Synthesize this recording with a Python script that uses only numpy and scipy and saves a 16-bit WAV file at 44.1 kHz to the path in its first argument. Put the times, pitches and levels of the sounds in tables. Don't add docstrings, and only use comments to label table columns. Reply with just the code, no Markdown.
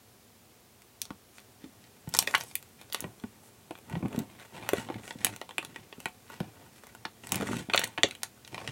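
import sys
import numpy as np
from scipy import signal
from scipy.fft import rfft, irfft
from scipy.io import wavfile

SR = 44100
rng = np.random.default_rng(int(sys.argv[2]) if len(sys.argv) > 2 else 0)


def dump_mix(stems):
    frames = np.atleast_2d(stems).T
    limited = np.clip(frames, -1, 1)
    pcm = np.round(limited * 32767).astype(np.int16)
    wavfile.write(sys.argv[1], SR, pcm)


N = 384111


def undb(db):
    return 10 ** (np.asarray(db) / 20)


def unit(x):
    return x / np.sqrt(np.mean(x ** 2))


def band(x, lo_hz, hi_hz, order=2):
    return signal.sosfilt(signal.butter(order, [lo_hz, hi_hz], "bandpass", fs=SR, output="sos"), x)


def ring(x, hz, width_hz):
    return signal.lfilter(*signal.iirpeak(hz, hz / width_hz, fs=SR), x)


def add(out, s, sound, db):
    start = int(s * SR)
    sound = sound[:N - start]
    out[start:start + len(sound)] += sound * undb(db) / np.max(np.abs(sound))


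def grains(per_s, scatter_db, cap_db=6.0):
    hit, size, sign = rng.random((3, N))
    click_db = np.minimum(-scatter_db * np.log(1 - size), cap_db)
    return (hit < per_s / SR) * undb(click_db) * np.sign(sign - .5)


# pitch in Hz, relative strength in dB per Hz.
QUIET_TONE = [(18, -51), (30, -19), (106, 0), (165, -10), (239, -2.5), (273, -11.5), (394, -7.5),
              (649, -13.5), (721, -9.5), (822, -14.5), (1160, -15.5), (1430, -18), (16000, -23)]
QUIET_DB = -58.5


def quiet():
    hz, db = np.transpose(QUIET_TONE)
    noise_hz = np.arange(1, N // 2 + 2) * SR / N
    colour = undb(np.interp(np.log(noise_hz), np.log(hz), db))
    noise = irfft(rfft(rng.standard_normal(N)) * colour, N)
    return undb(QUIET_DB) * unit(noise)


# pitch in Hz, width in Hz, relative level in dB.
TRAY_RINGS = [(109, 11.3, 11), (733, 11, 9), (900.6, 19, 15), (1466, 60, 12.5), (1907, 55, 12.5),
              (2400, 39, 9.5), (2840, 31, -26), (3470, 16.3, 8.5), (5320, 240, 8.5)]


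def room(x, near_s=0.0073, near_db=-10.5, t60_s=0.13, tail_db=-10.0, ring_db=-9.5, shift_hz=3.3):
    t = np.arange(int(.3 * SR)) / SR
    out = x + sum(undb(db + ring_db) * ring(x, hz, width) for hz, width, db in TRAY_RINGS)
    turn = 2 * np.pi * shift_hz * np.arange(N) / SR
    for share in np.cos(turn), np.sin(turn):
        near = rng.standard_normal(len(t)) * np.exp(-t / near_s)
        tail = rng.standard_normal(len(t)) * np.exp(-np.log(1000) * t / t60_s)
        near = band(near, 1300, 14600, order=1)
        tail = band(tail, 190, 8400, order=1)
        echo = undb(near_db) * near / np.linalg.norm(near)
        echo += undb(tail_db) * tail / np.linalg.norm(tail)
        out += signal.fftconvolve(x * share, echo)[:N]
    return out


# time in seconds, gain in dB.
TREBLE_GAIN = [(1.0, -4.5), (2.0, 3), (3.2, 6.5), (3.799, -0.5), (4.2, -1.5), (4.7, -1), (5.25, -9),
               (5.6, -15), (6.1, 5), (7.1, -3.5), (8.7, -18)]


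def top_treble(chalk):
    gain_db = np.interp(np.arange(N) / SR, *np.transpose(TREBLE_GAIN))
    return chalk + (undb(gain_db) - 1) * band(chalk, 10100, 16000, order=1)


# time in seconds, share taken out from 0 to 1.
DIP_SHARE = [(1.0, .2), (3.2, 0.6), (3.8, 0.75), (7.0, 0.35), (7.4, 0.55), (8.0, 1), (8.7, 0)]
DIP_HZ, DIP_WIDTH_HZ = 5140, 1900


def treble_dip(chalk):
    share = np.interp(np.arange(N) / SR, *np.transpose(DIP_SHARE)).clip(0, 1)
    return chalk - share * ring(chalk, DIP_HZ, DIP_WIDTH_HZ)


# time in seconds when full level is reached,
# seconds it holds, then levels in dB of tray rumble, crumb rattle, fine grit and powder hiss.
HAND_STROKES = [(1.361, .025, -69, -75, -67.5, -61.5), (1.622, .03, -60.5, -82, -65, -77),
                (1.817, .04, -74, -84, -66, -83), (2.126, .11, -51.5, -68, -57.5, -63),
                (2.281, 0.14, -57.5, -51.5, -53.5, -54), (2.469, .03, -64.5, -69, -70, -56.5),
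                (2.803, .02, -63.5, -68, -61, -74), (2.948, .03, -60, -65, -54, -73),
                (3.032, 0.039, -47, -56, -68.5, -70), (3.44, 0.032, -75, -67, -75, -63.5),
                (3.903, .065, -45, -53.5, -57.5, -79), (4.035, .05, -49.5, -59, -65, -81),
                (4.127, .09, -45, -51.5, -56, -66), (4.277, .1, -59, -64, -63.5, -79),
                (4.407, .025, -63, -61, -55, -69), (4.538, .15, -51, -53, -53.5, -70),
                (4.74, 0.073, -45.5, -50, -47.5, -53), (4.874, .12, -49, -57, -59.5, -81),
                (5.043, .06, -53.5, -62, -57, -55), (5.2, .13, -50.5, -60, -54, -60),
                (5.629, .2, -57.5, -76, -63.5, -82), (5.998, .03, -71, -65, -63.5, -66),
                (6.307, 0.037, -59.5, -59, -53.5, -79), (6.405, .08, -55, -60, -63.5, -84),
                (6.56, .1, -62, -62, -66.5, -81), (6.752, 0.022, -66, -75, -64.5, -63),
                (6.846, .05, -65, -76, -63.5, -76), (7.242, 0.033, -55.5, -62, -60.5, -57.5),
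                (7.33, .12, -43.5, -49, -46.5, -54.5), (7.471, .13, -43, -59, -47, -50.5),
                (7.741, .1, -49.5, -48.5, -45, -58), (7.862, .05, -62, -71, -58.5, -71),
                (8.054, .07, -57.5, -61, -60, -75), (8.541, .2, -52, -54.5, -56, -61)]
RISE_DB_PER_S, FALL_DB_PER_S = 405, 280.5
# levels in dB of rumble, rattle, grit and hiss.
RESTLESS_DB = (-66, -73.5, -73.5, -73)
RESTLESS_FROM_S = 1.1


def motion():
    t = np.arange(N) / SR
    power = undb(RESTLESS_DB)[:, None] ** 2 * np.clip(t - RESTLESS_FROM_S, .001, 1)
    for s, hold_s, *db in HAND_STROKES:
        rise_db = RISE_DB_PER_S * (t - s)
        fall_db = FALL_DB_PER_S * (s + hold_s - t)
        shape_db = np.minimum(0, np.minimum(rise_db, fall_db))
        power = power + undb(db)[:, None] ** 2 * undb(2 * shape_db)
    return 10 * np.log10(power)


def sifting(rumble_db, rattle_db, grit_db, hiss_db, slide_db=4.0):
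    slides = undb(slide_db * unit(band(rng.standard_normal(N), 12.0, 45, order=1)))
    rumble = unit(band(grains(500, 2.0), 86, 307))
    rattle = unit(band(slides * grains(900, 2.9), 333, 1000))
    grit = unit(band(slides * grains(2200, 2.7), 1270, 3400, order=1))
    hiss = unit(band(np.sqrt(slides) * grains(11000, 4.8), 4400, 10500))
    low = undb(rumble_db) * rumble + undb(rattle_db) * rattle
    high = undb(grit_db) * grit + undb(hiss_db) * hiss
    return low + high


# start in seconds, peak in dB, pitch in Hz.
TRAY_THUDS = [(1.107, -29.5, 199), (1.64, -35, 271), (1.648, -46, 300), (1.659, -41, 260),
              (1.673, -51, 260), (2.076, -30.5, 168), (3.046, -34, 173), (3.239, -27.5, 224),
              (3.708, -31, 313), (3.911, -30, 196), (3.934, -30, 150), (3.964, -26, 162), (4.006, -34, 215),
              (4.028, -25, 214), (4.039, -25.5, 200), (4.217, -39, 229), (5.982, -39, 249),
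              (4.051, -22, 227), (4.147, -26.5, 235), (4.178, -20, 230), (4.2, -26, 213),
              (4.7328, -14, 380), (4.742, -38, 275), (4.781, -29, 210), (4.9, -26, 324), (4.956, -29, 226),
              (5.152, -34, 235), (5.25, -32.5, 247), (5.588, -31.5, 340), (6.057, -28, 372),
              (6.406, -23, 221), (7.055, -39.5, 209), (7.325, -30, 207), (7.357, -27, 201),
              (7.402, -25, 230), (7.417, -28.5, 200), (7.426, -25, 460), (7.434, -35, 230),
              (7.469, -35, 197), (7.495, -29, 330), (7.511, -24, 325), (7.531, -27, 230), (7.598, -37, 317),
              (7.565, -29, 203), (7.608, -41, 269), (7.687, -30.5, 228), (7.747, -33, 296),
              (7.985, -30.5, 323), (8.034, -24, 613), (8.0399, -20.5, 580), (8.041, -20.5, 300),
              (8.047, -29, 540), (8.532, -35, 311), (8.685, -35, 152)]


def thuds(turns=1.26, push_s=0.00055, rough=0.57):
    out, t = np.zeros(N), np.arange(int(.12 * SR)) / SR
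    for s, db, hz in TRAY_THUDS:
        uneven = unit(band(rng.standard_normal(len(t)), 0.46 * hz, 1.39 * hz))
        swing = (1 - np.exp(-t / push_s)) * np.exp(-t * hz / turns)
        blow = (rough * uneven - np.sin(2 * np.pi * hz * t)) * swing
        add(out, s, band(blow, 66, 1140, order=1), db)
    return out


CHIP_COUNT, CROWDING = 80, 0.54
CHIP_DB, CHIP_KNOCK_DB, CHIP_SPLINTER_DB, CHIP_SCATTER_DB = -2, 8.5, 19.5, 5
CHIP_HZ, PITCH_SPREAD = 2515, 0.26


def scattered(level_db, count):
    share = np.cumsum(undb(CROWDING * level_db))
    target = (np.arange(count) + rng.random(count)) / count * share[-1]
    i = np.searchsorted(share, target).clip(0, N - 99)
    return i / SR, level_db[i], rng.standard_normal((count, 4)).T


def chips(grit_db, hiss_db):
    s, db, (a, b, c, d) = scattered(grit_db, count=CHIP_COUNT)
    snap_db = db + CHIP_DB + CHIP_SCATTER_DB * a
    snap_hz = CHIP_HZ * np.exp(PITCH_SPREAD * b)
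    knock_db = db + CHIP_KNOCK_DB + CHIP_SCATTER_DB * c
    splinter_db = hiss_db[(s * SR).astype(int)] + CHIP_SPLINTER_DB + CHIP_SCATTER_DB * d
    return list(zip(s, snap_db, snap_hz, knock_db, splinter_db))


# start in seconds, snap peak in dB, snap pitch in Hz,
# peak in dB of the lump's knock, peak in dB of the bright splinter.
CHALK_CRACKS = [(.82, -44, 2200, -68, -38), (1.383, -37.5, 3470, -47, -41), (1.394, -46, 3400, -66, -55),
                (1.642, -42, 3230, -57, -60), (1.84, -45, 3000, -65, -65), (1.0174, -33, 5200, -51, -8.5),
                (1.054, -35, 4730, -47, -31), (1.1055, -37.5, 2500, -31.5, -43),
                (2.0743, -42.5, 2500, -36.5, -60), (2.091, -56, 3350, -62, -27),
                (2.1397, -13.5, 5000, -27.5, -37), (2.149, -15, 5400, -19, -26),
                (2.167, -16, 5570, -54, -28), (2.172, -29, 3400, -46, -18), (2.1795, -50, 5000, -60, -35),
                (2.2187, -40, 4000, -41, -30), (2.1892, -1.5, 4740, -21.5, 0),
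                (2.2255, -23, 2270, -32.5, -20), (2.2725, -32, 3980, -50, -27),
                (2.2745, -14.5, 2820, -25.5, -47), (2.311, -27, 3820, -54, -33),
                (2.34, -16, 1390, -29, -32), (2.3482, -9, 1390, -32, -24), (2.3515, -6.5, 2750, -38, -20),
                (2.3805, -44, 2130, -50, -25), (2.4096, -22, 3860, -30.5, -32),
                (2.437, -53, 3000, -40, -26), (2.5126, -36.5, 3270, -46, -47),
                (2.5544, -19, 3320, -39, -10), (2.6268, -40.5, 3230, -50, -37),
                (2.8138, -38, 3730, -42.5, -39), (2.9, -38, 3330, -46, -50),
                (2.9254, -21.5, 3420, -44, -27), (2.9315, -37, 3000, -51, -19),
                (2.938, -44, 3500, -52, -30), (2.997, -35, 2010, -42, -55), (3.0235, -36, 2400, -48, -48),
                (3.199, -42, 3480, -53, -58), (2.9462, -13.5, 3600, -24, -15),
                (3.0056, -51, 3270, -42, -16.5), (3.0419, -31.5, 1750, -27, -52),
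                (3.2376, -41, 2340, -35.5, -56), (3.7091, -33.5, 1850, -30.5, -35),
                (3.7533, -37, 2200, -41.5, -59), (3.777, -44, 2200, -46, -42), (3.787, -47, 2200, -47, -39),
                (3.898, -41, 1900, -37.5, -35.5), (3.913, -45, 1900, -40, -55),
                (4.0063, -60, 2000, -56, -50), (4.083, -45, 2300, -56, -37.5),
                (3.9263, -38, 1940, -36, -54), (3.954, -27, 2010, -29, -50),
                (4.0265, -49, 1900, -32.5, -55), (4.058, -38, 1980, -33, -53),
                (4.1615, -35, 3210, -40, -31), (4.1905, -35, 2820, -46, -17.5),
                (4.398, -36, 2700, -47, -36), (4.5795, -38, 2500, -36, -45), (4.6258, -37, 2090, -36, -45),
                (4.69, -19, 1900, -23, -12), (4.7339, -22, 2390, -23.5, -18),
                (4.771, -27.5, 3120, -50, -44), (4.7833, -27, 2050, -47, -31), (4.876, -42, 3000, -52, -48),
                (4.922, -42, 2804, -52, -53), (5.035, -41, 2370, -55, -50), (5.187, -41, 3200, -52, -48),
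                (4.8878, -34, 1970, -31, -56), (4.901, -38, 1840, -24.5, -44),
                (4.943, -31.5, 2100, -45, -50), (5.0782, -29.5, 2370, -38.5, -30),
                (5.1078, -23.5, 2620, -31.5, -47), (5.2153, -37, 2580, -57, -44),
                (5.247, -9.5, 3200, -25.5, 5.5), (5.2676, -20, 2590, -27.5, -14),
                (5.3626, -31, 3540, -40, -20), (5.4144, -29, 2440, -26.5, -26),
                (5.4918, -36, 2530, -36.5, -34), (5.509, -32.5, 2340, -36.5, -33),
                (5.582, -14.5, 2460, -24.5, -13), (5.6277, -31.5, 2460, -37, -33),
                (5.649, -28.5, 3120, -40, -20), (5.745, -44, 2800, -54, -50), (5.796, -54, 3200, -51, -54),
                (5.7607, -26, 1960, -33.5, -32), (5.9266, -32.5, 2250, -36.5, -55),
                (6.0028, -37, 2900, -39, -31), (6.046, -52, 4500, -67, -47), (6.28, -46, 3020, -64, -54),
                (6.0572, -18.5, 1900, -25.5, -25), (6.0855, -52, 2635, -63, -36),
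                (6.3008, -52, 2160, -35.5, -43), (6.3216, -50, 2260, -42, -46),
                (6.4033, -29, 2410, -30.5, -31.5), (6.8361, -46, 1784, -41.5, -41),
                (6.869, -48, 2300, -45, -32), (6.95, -52.5, 2250, -38.5, -31),
                (7.0512, -26.5, 1480, -40, -45), (7.053, -24, 3160, -24, -35), (7.237, -37, 1820, -43, -50),
                (7.271, -32.5, 2030, -41, -22), (7.292, -35, 3460, -44, -26),
                (7.4885, -43, 2060, -27.5, -34), (7.629, -56, 2640, -60, -45),
                (7.3208, -19, 3150, -26.5, -3.5), (7.3446, -21, 2310, -30.5, -18),
                (7.3574, -47, 2920, -35, -6.5), (7.4103, -33, 2470, -25.5, -25.5),
                (7.5315, -33, 2150, -25, -29), (7.5685, -24, 2930, -51, -23),
                (7.6988, -20.5, 2120, -26.5, -34), (7.7365, -8.5, 2620, -21, -20),
                (7.7459, -10.5, 2720, -14.5, -44), (7.755, -36, 2600, -29, -24),
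                (7.905, -47, 3000, -58, -50), (7.94, -50, 1970, -54, -54), (7.7612, -35, 2240, -35, -11),
                (7.777, -3.5, 3180, -26, -23), (7.7938, -35, 2650, -24, -5.5),
                (7.816, -20.5, 2470, -34, -27), (7.837, -16.5, 2770, -31, -31),
                (7.8415, -32, 3200, -36, -4.5), (7.8753, -35, 3090, -41, -21),
                (7.9775, -22, 2100, -25, -42), (7.982, -25, 2390, -27, -32), (8.0334, -1.5, 3490, -20, -26),
                (8.087, -37, 3780, -41, -28), (8.1103, -22, 2850, -53, -23),
                (8.1512, -31.5, 2540, -47, -29), (8.2199, -43, 2550, -50, -62),
                (8.233, -16.5, 2900, -31.5, -8.5), (8.4487, -34.5, 3520, -50, -48),
                (8.477, -34, 3020, -45.5, -28.5), (8.5449, -25, 2200, -32, -29),
                (8.5795, -29.5, 2240, -27.5, -46), (8.615, -39, 2600, -35, -48),
                (8.676, -21.5, 2850, -34, -24.5)]


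def cracks(rows, run_s=0.0017, crumble=0.0066, turns=0.93, knock_s=0.0023, splinter_s=0.0011,
           give=4.68, small=0.59):
    out, t = np.zeros(N), np.arange(int(.04 * SR)) / SR
    for s, snap_db, hz, knock_db, splinter_db in rows:
        slips = rng.standard_normal((3, len(t)))
        slow = np.exp(crumble * (knock_db - splinter_db))
        chip = (hz / 2600) ** small
        top_hz = np.clip(12000 * np.exp(0.02 * (splinter_db - snap_db)), 6000, 18000)
        slips[:, 0] = -give / slow
        snap = slips[0] * np.exp(-t / run_s / slow)
        knock = slips[1] * np.exp(-t / knock_s / slow * chip)
        splinter = slips[2] * np.exp(-t / splinter_s)
        spread = 1 + .5 / turns
        add(out, s, band(snap, hz / spread, hz * spread), snap_db)
        add(out, s, band(knock, 307, 1224 * np.sqrt(chip)), knock_db)
        add(out, s, band(splinter, 3700, top_hz), splinter_db)
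    return out


def scene():
    rumble_db, rattle_db, grit_db, hiss_db = motion()
    breaks = cracks(CHALK_CRACKS + chips(grit_db, hiss_db))
    loose = sifting(rumble_db, rattle_db, grit_db, hiss_db)
    chalk = room(breaks + thuds() + loose)
    chalk = top_treble(treble_dip(chalk))
    return (chalk + quiet())[None]


def record(dry):
    dry = signal.sosfilt(signal.butter(3, 48, "highpass", fs=SR, output="sos"), dry)
    top_cut = signal.ellip(8, .2, 70, 15900, fs=SR, output="sos")
    return signal.sosfilt(top_cut, np.clip(dry, -1, 1))


dry = scene()
out = record(dry)
dump_mix(out)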